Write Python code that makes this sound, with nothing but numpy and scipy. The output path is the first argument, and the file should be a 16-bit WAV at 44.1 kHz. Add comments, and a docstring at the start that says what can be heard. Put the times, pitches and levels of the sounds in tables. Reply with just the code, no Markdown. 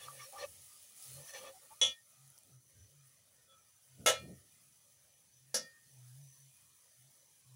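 """In a kitchen, a steel spatula scrapes round an aluminium pot of frying spices, then clinks three
times against its wall. Friction drives the modes of the pot's bottom; each blow rings pot and blade
briefly, then is cut off quickly. Bursting bubbles make the oil fizz, water pockets spit, and the gas
jet whistles faintly. A low hum wavers and soft rumbles pass by a close microphone."""
import sys
import numpy as np
from scipy import signal
from scipy.fft import rfft, irfft, next_fast_len
from scipy.io import wavfile
from scipy.ndimage import uniform_filter1d, map_coordinates

SR = 44100
rng = np.random.default_rng(int(sys.argv[2]) if len(sys.argv) > 2 else 0)


def pcm_store(signal):
    """Save signal as 16-bit PCM."""
    levels = np.round(np.clip(np.atleast_2d(signal), -1, 1) * 32767)
    wavfile.write(sys.argv[1], SR, levels.astype(np.int16).T)


N = 333021

# The sizzle flares while stirred, then settles. 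Each row: time in seconds, fizz level in dB.
SIZZLE_LEVELS = [(0, -58.5), (.3, -58), (.6, -59.5), (.95, -61), (1.03, -52), (1.2, -57), (1.45, -59.5),
                 (1.58, -63), (2.05, -67.5), (2.5, -69), (3.6, -72), (4.1, -67), (5.2, -71.5), (6.2, -67.5),
                 (7.55, -70.5)]
# Brief dips of the background. Each row: centre in seconds, length in seconds, depth for the air in dB.
DIPS = [(2.034, .12, 4), (2.616, 0.14, 7.5)]
# Spectra of five noises. Each row: frequency in Hz, relative spectral density in dB.
FIZZ_SPECTRUM = [(3820, -21.5), (6500, -8), (7500, -15), (9190, -1), (10200, 0), (13500, -15),
                 (15100, -4.5), (16000, -6)]
WET_SPECTRUM = [(1180, -41), (2000, -5), (2420, -8.5), (2700, -10.5), (2980, 0), (3260, -2.5), (8000, 1.5),
                (10400, -34), (17600, -120)]
AIR_SPECTRUM = [(120, -33), (200, -8), (340, -12.5), (600, -8.5), (3500, -10.5), (4600, -37.5)]
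THUD_SPECTRUM = [(40, -42.5), (60, -15.5), (80, -1.5), (100, 1.5), (125, -12), (200, -41)]
RUMBLE_SPECTRUM = [(110, -32), (160, 0.5), (260, -7.5), (400, -10), (650, -14.5), (1000, -43), (1400, -69)]
# Faint hollow tones in the air. Each row: frequency in Hz, width in Hz, gain of the added peak in dB.
AIR_RESONANCES = [(570, 120, 2), (1260, 83, 2.5), (1830, 72, 3.5), (2450, 72, 3)]
# Swells of the hum. Each row: centre in seconds, length in seconds, level in dB.
HUM_SWELLS = [(.15, 0.2, -65), (1.15, 0.16, -59), (2.25, .14, -65), (2.56, 0.079, -62.5),
              (3.02, 0.19, -67.5), (4.03, 0.24, -61.5), (4.28, 0.2, -60), (5.45, 0.22, -70.5),
              (6.13, 0.37, -58), (6.45, 0.12, -64.5), (7.04, 0.12, -68), (7.52, 0.13, -61.5)]
# Soft bumps. Each row: centre in seconds, length in seconds, thud level in dB, rumble over thud in dB.
BUMPS = [(.1, 0.24, -74, -7), (.5, 0.25, -71, -12.5), (1.17, 0.18, -67.5, -8), (1.42, 0.057, -85, 9.5),
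         (1.87, .1, -62.5, -3), (2.52, 0.13, -85, 7), (2.82, 0.13, -68.5, -12), (4.02, 0.062, -63, 4),
         (4.28, 0.13, -65, 7.5), (4.201, 0.45, -64.5, -2), (3.52, 0.074, -101, -1),
         (5.61, 0.11, -75.5, 6.5)]
# Blade strokes. Each row: centre in seconds, length in seconds, deep level in dB, bright over deep in dB.
STROKES = [(0.033, 0.076, -64, 6), (0.101, 0.11, -61, -5.5), (0.211, .11, -67, 8.5),
           (.355, 0.067, -59.5, -8), (0.423, .071, -48, -3), (1.206, 0.093, -63, -4),
           (1.302, 0.074, -76, 13.5), (1.364, 0.058, -56.5, 3), (1.443, 0.13, -53, -4.5),
           (1.647, 0.059, -68.5, -13)]
# Modes of the wet bottom. Each row: frequency in Hz, nominal width in Hz, relative gain in dB.
BOTTOM_MODES = [(551, 47, 4), (830, 80, -10), (1170, 59, -4.5), (1802, 100, -13.5), (2312, 42, -17.5),
                (2580, 30, -15.5), (2880, 72, -22), (3227, 37, -19.5), (3430, 43, -20), (4250, 60, -20),
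                (5000, 110, -35), (5570, 160, -18.5), (6070, 46, -14)]
# Brief single tones of the pot: squeaks while scraping, and one soft touch on the rim near 3.5 seconds.
# Each row: centre in seconds, length in seconds, frequency in Hz, level in dB.
POT_TONES = [(.085, 0.0061, 1220, -45.5), (0.1, 0.035, 1170, -55.5), (0.203, .017, 2220, -55.5),
             (.225, 0.054, 1170, -57.5), (0.241, .052, 5570, -58), (0.351, 0.048, 787, -54.5),
             (0.376, 0.035, 1170, -52.5), (0.411, 0.026, 4250, -51.5), (1.297, 0.15, 6070, -64),
             (1.47, .11, 530.5, -55), (1.559, 0.051, 757, -63.5), (1.722, 0.03, 882, -57.5),
             (.035, .038, 3430, -57), (.28, 0.051, 553, -63), (0.468, 0.077, 542, -71),
             (1.147, 0.073, 4250, -67.5), (1.728, 0.06, 1170, -68.5), (3.548, 0.12, 1322, -71),
             (3.523, 0.086, 535, -75), (3.52, .069, 3400, -69)]
# The larger spits. 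Each row: start in seconds, level before the high-pass in dB, frequency in Hz.
SPITS = [(0.3255, -39, 10300), (1.025, -34.5, 9800), (1.295, -38.5, 5990), (1.3375, -37, 5600),
         (1.3584, -46.5, 4300), (2.2774, -47.5, 9400), (2.3026, -42, 10570), (2.379, -42.5, 5840),
         (2.387, -41.5, 9600), (2.435, -47, 9250)]
# Blows, one to a spot. Each row: start in seconds, ring gain in dB, clatter gain in dB, bounce gap in
# seconds, loss per bounce in dB, seconds until the ring is cut off, cut-off rate in dB per second.
CLINKS = [(1.814, -20, -30, 0.016, 6, .11, 400), (4.0607, -27.5, -27.5, .012, 4.5, 0.2, 192),
          (5.5426, -35, -35, 0.0082, 6, .18, 300)]
# Modes of pot and blade. Each row: frequency in Hz, seconds to decay by 60 dB, then the relative level
# in dB for each of the three spots struck.
POT_MODES = [(507, 0.2, -23, 1, -6), (547, 0.25, -21, -7, -11), (631, 0.2, -27, -2, -10),
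             (880, 0.15, -32, -16, -18), (1321, 0.24, -26, -2, -14), (1639, 0.14, -61, -25, -11),
             (1784, 0.15, -47, -17, -9), (1841, 0.9, -33, -31, -18), (1856, 0.16, -30, -9, -14),
             (2139, 0.21, -22, -4, -21), (2407, 0.55, -30, -21, -27), (2562, 0.18, -27, -15, -21),
             (2780, 0.24, -39, -11, -23), (2914, 0.2, -12, -1, -15), (2986, 0.2, -13, -7, -24),
             (3398, 0.25, -3, -4, -12), (3440, 0.18, -24, -3, -21), (3684, 0.17, -21, -6, -14),
             (3904, 0.19, -23, -7, -16), (4243, 0.5, -35, -18, -28), (4368, 0.18, -39, -15, -10),
             (4756, 0.4, -34, -28, -15), (4896, 0.22, -53, -12, -9), (5271, 0.19, -37, -34, -4)]
BLADE_MODES = [(5579, 0.15, -19, -16, 0), (5640, 0.14, -20, -32, -1), (5815, 0.16, -13, -11, -5),
               (5881, 0.18, -17, -17, -5), (6337, 0.13, -42, -5, -20), (6539, 0.14, -25, -3, -15),
               (6683, 0.16, -24, -13, -12), (6847, 0.15, -26, -8, -13), (7271, 0.14, -20, -20, -6),
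               (7681, 0.11, -25, -12, -11), (8808, 0.11, -32, -15, -11), (9808, 0.11, -22, -12, -3),
               (10205, 0.11, -30, -29, -2), (10693, 0.11, -51, -19, -5)]
# Weak modes that blur into clatter. Each row: frequency in Hz, then relative density in dB at each spot.
CLATTER_SPECTRA = [(162, -46, -35.5, -22), (215, -21.5, -28.5, 1), (370, -58, -15.5, -20),
                   (596, -26.5, -3, 1.5), (1079, -22.5, -17.5, -12.5), (1740, -39.5, -11, -2),
                   (2300, -26, -16.5, -18), (3400, -0.5, -11.5, -13), (4670, -39, -26.5, 0),
                   (5930, -6, -9.5, 7), (7650, -25.5, -16, -5.5), (10060, -17.5, -13.5, -0.5),
                   (13600, -57.5, -26.5, -12.5), (15500, -53.5, -20, -17.5)]
# Swells of the gas jet's whistle. Each row: centre in seconds, length in seconds, level in dB.
WHISTLE_SWELLS = [(2.54, 0.042, -81), (4.9, 7.7, -79), (6.35, 0.28, -75)]

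SIMMER_DB, TOP_HZ = -70, 15800  # fizz level at a simmer; band limit


def amp(db):
    """Amplitude ratio of a level in dB."""
    return 10 ** (np.asarray(db) / 20)


def unit(x):
    """Normalisation to an rms of 1."""
    return x / np.sqrt(np.mean(x ** 2) + 1e-20)


def wobble(rate, size=N):
    """Smooth random modulation: a spline through rate knots a second."""
    knots = rng.standard_normal(int(size * rate / SR) + 4)
    return map_coordinates(knots, [np.arange(size) * rate / SR])


def swells(rows, rest_db):
    """Amplitude envelope: flat-topped swells above a resting level."""
    t = np.arange(0, N, 64) / SR
    gain = amp(rest_db) + sum(amp(db) * np.exp(-(2 * (t - s) / length) ** 4) for s, length, db in rows)
    return np.interp(np.arange(N) / SR, t, gain)


def filtered(x, response):
    """Linear filtering: the spectrum of x times a frequency response."""
    size = next_fast_len(len(x) + 8192)
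    return irfft(rfft(x, size) * response(np.fft.rfftfreq(size, 1 / SR)), size)[:len(x)]


def colour(points):
    """Frequency response through (Hz, dB) points on a log axis, closed beyond them."""
    f, db = np.transpose(points)
    return lambda hz: amp(np.interp(np.log(hz + 1), np.log(f + 1), db, -120, -120))


def peak(centre_hz, width_hz, order=1):
    """Band-pass response of a damped resonator, or of several in cascade."""
    return lambda f: (1j * f * width_hz / (centre_hz ** 2 - f * f + 1j * f * width_hz)) ** order


def noise(response, size=N):
    """Gaussian noise shaped by a frequency response, at an rms of 1."""
    return unit(filtered(rng.standard_normal(size), response))


def patchy(spread_db, bins, frames):
    """White noise, amplitude-modulated in patches of frequency and time."""
    spectra = signal.stft(rng.standard_normal(N), nperseg=512)[2]
    field = uniform_filter1d(rng.standard_normal(spectra.shape), bins, axis=0)
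    field = uniform_filter1d(field, frames, axis=1)
    return signal.istft(spectra * amp(spread_db * unit(field)), nperseg=512)[1][:N]


def frying():
    """Countless bursting bubbles add incoherently to a fizz; a wet hiss and the air follow its level."""
    t = np.arange(N) / SR
    fizz_db = np.interp(t, *np.transpose(SIZZLE_LEVELS))
    flare_db = fizz_db - SIMMER_DB
    dip_db = -sum(db * np.exp(-(2 * (t - s) / length) ** 4) for s, length, db in DIPS)
    ticks = rng.random(N) < 300 / SR  # about 300 a second
    ticks = ticks * amp(rng.normal(0, 2.5, N)) * rng.choice([-1, 1], N)
    bubbles = patchy(0.59, bins=6, frames=8) + amp(-5.5) * unit(ticks)
    fizz = unit(filtered(bubbles, colour(FIZZ_SPECTRUM)))
    fizz *= amp(fizz_db + 0.25 * dip_db + 1.2 * wobble(30))
    hiss = unit(filtered(patchy(2.5, bins=4, frames=8), colour(WET_SPECTRUM)))
    hiss *= amp(-74.5 + 0.87 * flare_db + 0.61 * dip_db)
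    air = amp(-79 + 0.57 * flare_db + dip_db) * kitchen_air()
    return fizz + hiss + air


def kitchen_air():
    """Narrow resonances give broadband noise a faintly hollow colour."""
    hollow = lambda f: 1 + sum(amp(db) * abs(peak(hz, width)(f)) ** 2 for hz, width, db in AIR_RESONANCES)
    return unit(filtered(patchy(4.7, bins=2, frames=20), lambda f: colour(AIR_SPECTRUM)(f) * hollow(f)))


def hum():
    """A low tone wavers by random frequency and amplitude modulation, over a narrow-band drone."""
    hz = 131 + 5 * wobble(14)
    tone = np.sqrt(2) * np.sin(2 * np.pi * np.cumsum(hz) / SR) * amp(1.8 * wobble(13))
    drone = amp(-82 + 5.6 * wobble(5.1)) * noise(peak(130, 25))
    return drone + swells(HUM_SWELLS, rest_db=-100) * tone


def bumps():
    """Two low noise bands, amplitude-modulated together: a dull thud and a rumble above it."""
    thud = unit(amp(2 * wobble(7.2)) * noise(colour(THUD_SPECTRUM)))
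    rumble = unit(amp(2 * wobble(30)) * noise(colour(RUMBLE_SPECTRUM)))
    thud_gain = swells([row[:3] for row in BUMPS], rest_db=-86.5)
    rumble_gain = swells([(s, length, db + over) for s, length, db, over in BUMPS], rest_db=-93.5)
    return thud_gain * thud + rumble_gain * rumble


def scrape():
    """Forced vibration: friction drives the bottom's modes, each swelling and fading as the blade moves."""
    size = 2 * SR
    grit = rng.standard_normal(size) * amp(1.8 * wobble(60, size))
    deep, bright = np.zeros((2, size))
    for hz, width, db in BOTTOM_MODES:
        band = bright if hz > 1450 else deep
        band += amp(db + 4.5 * wobble(18, size)) * filtered(grit, peak(hz, 1.7 * width, order=2))
    # a broad rasp lies under each group of modes
    deep = unit(deep) + amp(-7) * unit(filtered(grit, peak(960, 900, order=2)))
    bright = unit(bright) + amp(-2.5) * unit(filtered(grit, peak(2180, 3500, order=2)))
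    deep_gain = swells([row[:3] for row in STROKES], rest_db=-120)
    bright_gain = swells([(s, length, db + over) for s, length, db, over in STROKES], rest_db=-120)
    return np.pad(deep_gain[:size] * deep + bright_gain[:size] * bright, (0, N - size))


def pot_tones():
    """Single modes sound briefly, roughened by a random walk of phase: squeaks and one soft touch."""
    lead = SR // 5
    out, t = np.zeros(N + SR), np.arange(-lead, lead) / SR
    for s, length, hz, db in POT_TONES:
        drift = 0.052 * np.cumsum(rng.standard_normal(len(t)))
        tone = np.sqrt(2) * np.sin(2 * np.pi * hz * t + drift)
        out[round(s * SR):][:len(t)] += amp(db) * tone * np.exp(-(2 * t / length) ** 4)
    return out[lead:][:N]


def spits():
    """Impulsive excitation: water pockets pop in the oil, each a damped click and a bright spray."""
    out, t = np.zeros(N), np.arange(SR // 50) / SR
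    small_spits = [(2.8 * when, -55 + 4 * strength, 9300 * (0.7 + 0.4 * pitch))
                   for when, strength, pitch in rng.random((6, 3))]
    for s, db, hz in SPITS + small_spits:
        click = np.sin(2 * np.pi * hz * t) * amp(-60 * t / 0.0031)
        spray = 0.25 * np.diff(rng.standard_normal(len(t) + 1)) * amp(-60 * t / 0.0036)
        out[round(s * SR):][:len(t)] += amp(db) * (click + spray)
    return filtered(out, lambda f: 1 / (1 + (4000 / (f + 1)) ** 4))  # high-pass


def clinks():
    """Damped free vibration: each blow and its bounces ring pot and blade, over a crack and a clatter."""
    out, t = np.zeros(N), np.arange(SR // 2) / SR
    hz, t60, *spot_levels = np.transpose(POT_MODES + BLADE_MODES)[..., None]
    blur_hz, *spot_blurs = np.transpose(CLATTER_SPECTRA)
    for blow, mode_db, blur_db in zip(CLINKS, spot_levels, spot_blurs):
        start, ring_db, clatter_db, gap, loss_db, free_s, cut_rate = blow
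        # each mode's phase wanders at random, more so for high modes
        unrest = 0.012 * hz / 3000 * np.cumsum(rng.standard_normal((len(hz), len(t))), axis=1)
        tones = np.sin(2 * np.pi * (hz * t + rng.random(hz.shape)) + unrest)
        tones *= amp([2.5 * wobble(30, len(t)) for _ in hz])
        blur = noise(colour(np.transpose([blur_hz, blur_db])), len(t))
        treble = filtered(blur, lambda f: 1 / (1 + (7500 / (f + 1)) ** 4))
        energy, rattle = 0, 0
        for bounce in range(4):
            age = np.maximum(t - bounce * gap, 0)
            onset = amp(-loss_db * bounce) * (1 - np.exp(-age / 0.0007))
            energy += (onset * amp(mode_db - 60 * age / t60)) ** 2  # each contact tops up every mode
            clatter = (blur - treble) * amp(-60 * age / 0.19) + treble * amp(-60 * age / 0.11)
            crack = blur * amp(-3 - 60 * age / 0.023)
            rattle += onset * (clatter + crack)
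        cut_s = free_s * np.maximum(t60 / 0.59, 1)  # long-ringing modes are cut later
        fade = amp(-cut_rate * np.maximum(t - cut_s, 0))
        ring = np.sum(np.sqrt(energy) * tones * fade, axis=0)
        rattle *= amp(-cut_rate * np.maximum(t - free_s, 0))
        out[round(start * SR):][:len(t)] += amp(ring_db) * ring + amp(clatter_db) * rattle
    return out


def gas_whistle():
    """Narrow-band flow noise: the gas jet sings and sputters."""
    sputter = amp(3 * wobble(12))
    return swells(WHISTLE_SWELLS, rest_db=-100) * sputter * noise(peak(6020, 170, order=2))


def scene():
    """Superposition: all sources add at one microphone."""
    return (clinks() + scrape() + pot_tones() + frying() + spits() + gas_whistle() + hum() + bumps())[None]


def record(dry):
    """An ideal low-pass filter removes everything above the band limit."""
    return filtered(dry[0], lambda hz: hz < TOP_HZ)[None]


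dry = scene()
out = record(dry)
pcm_store(out)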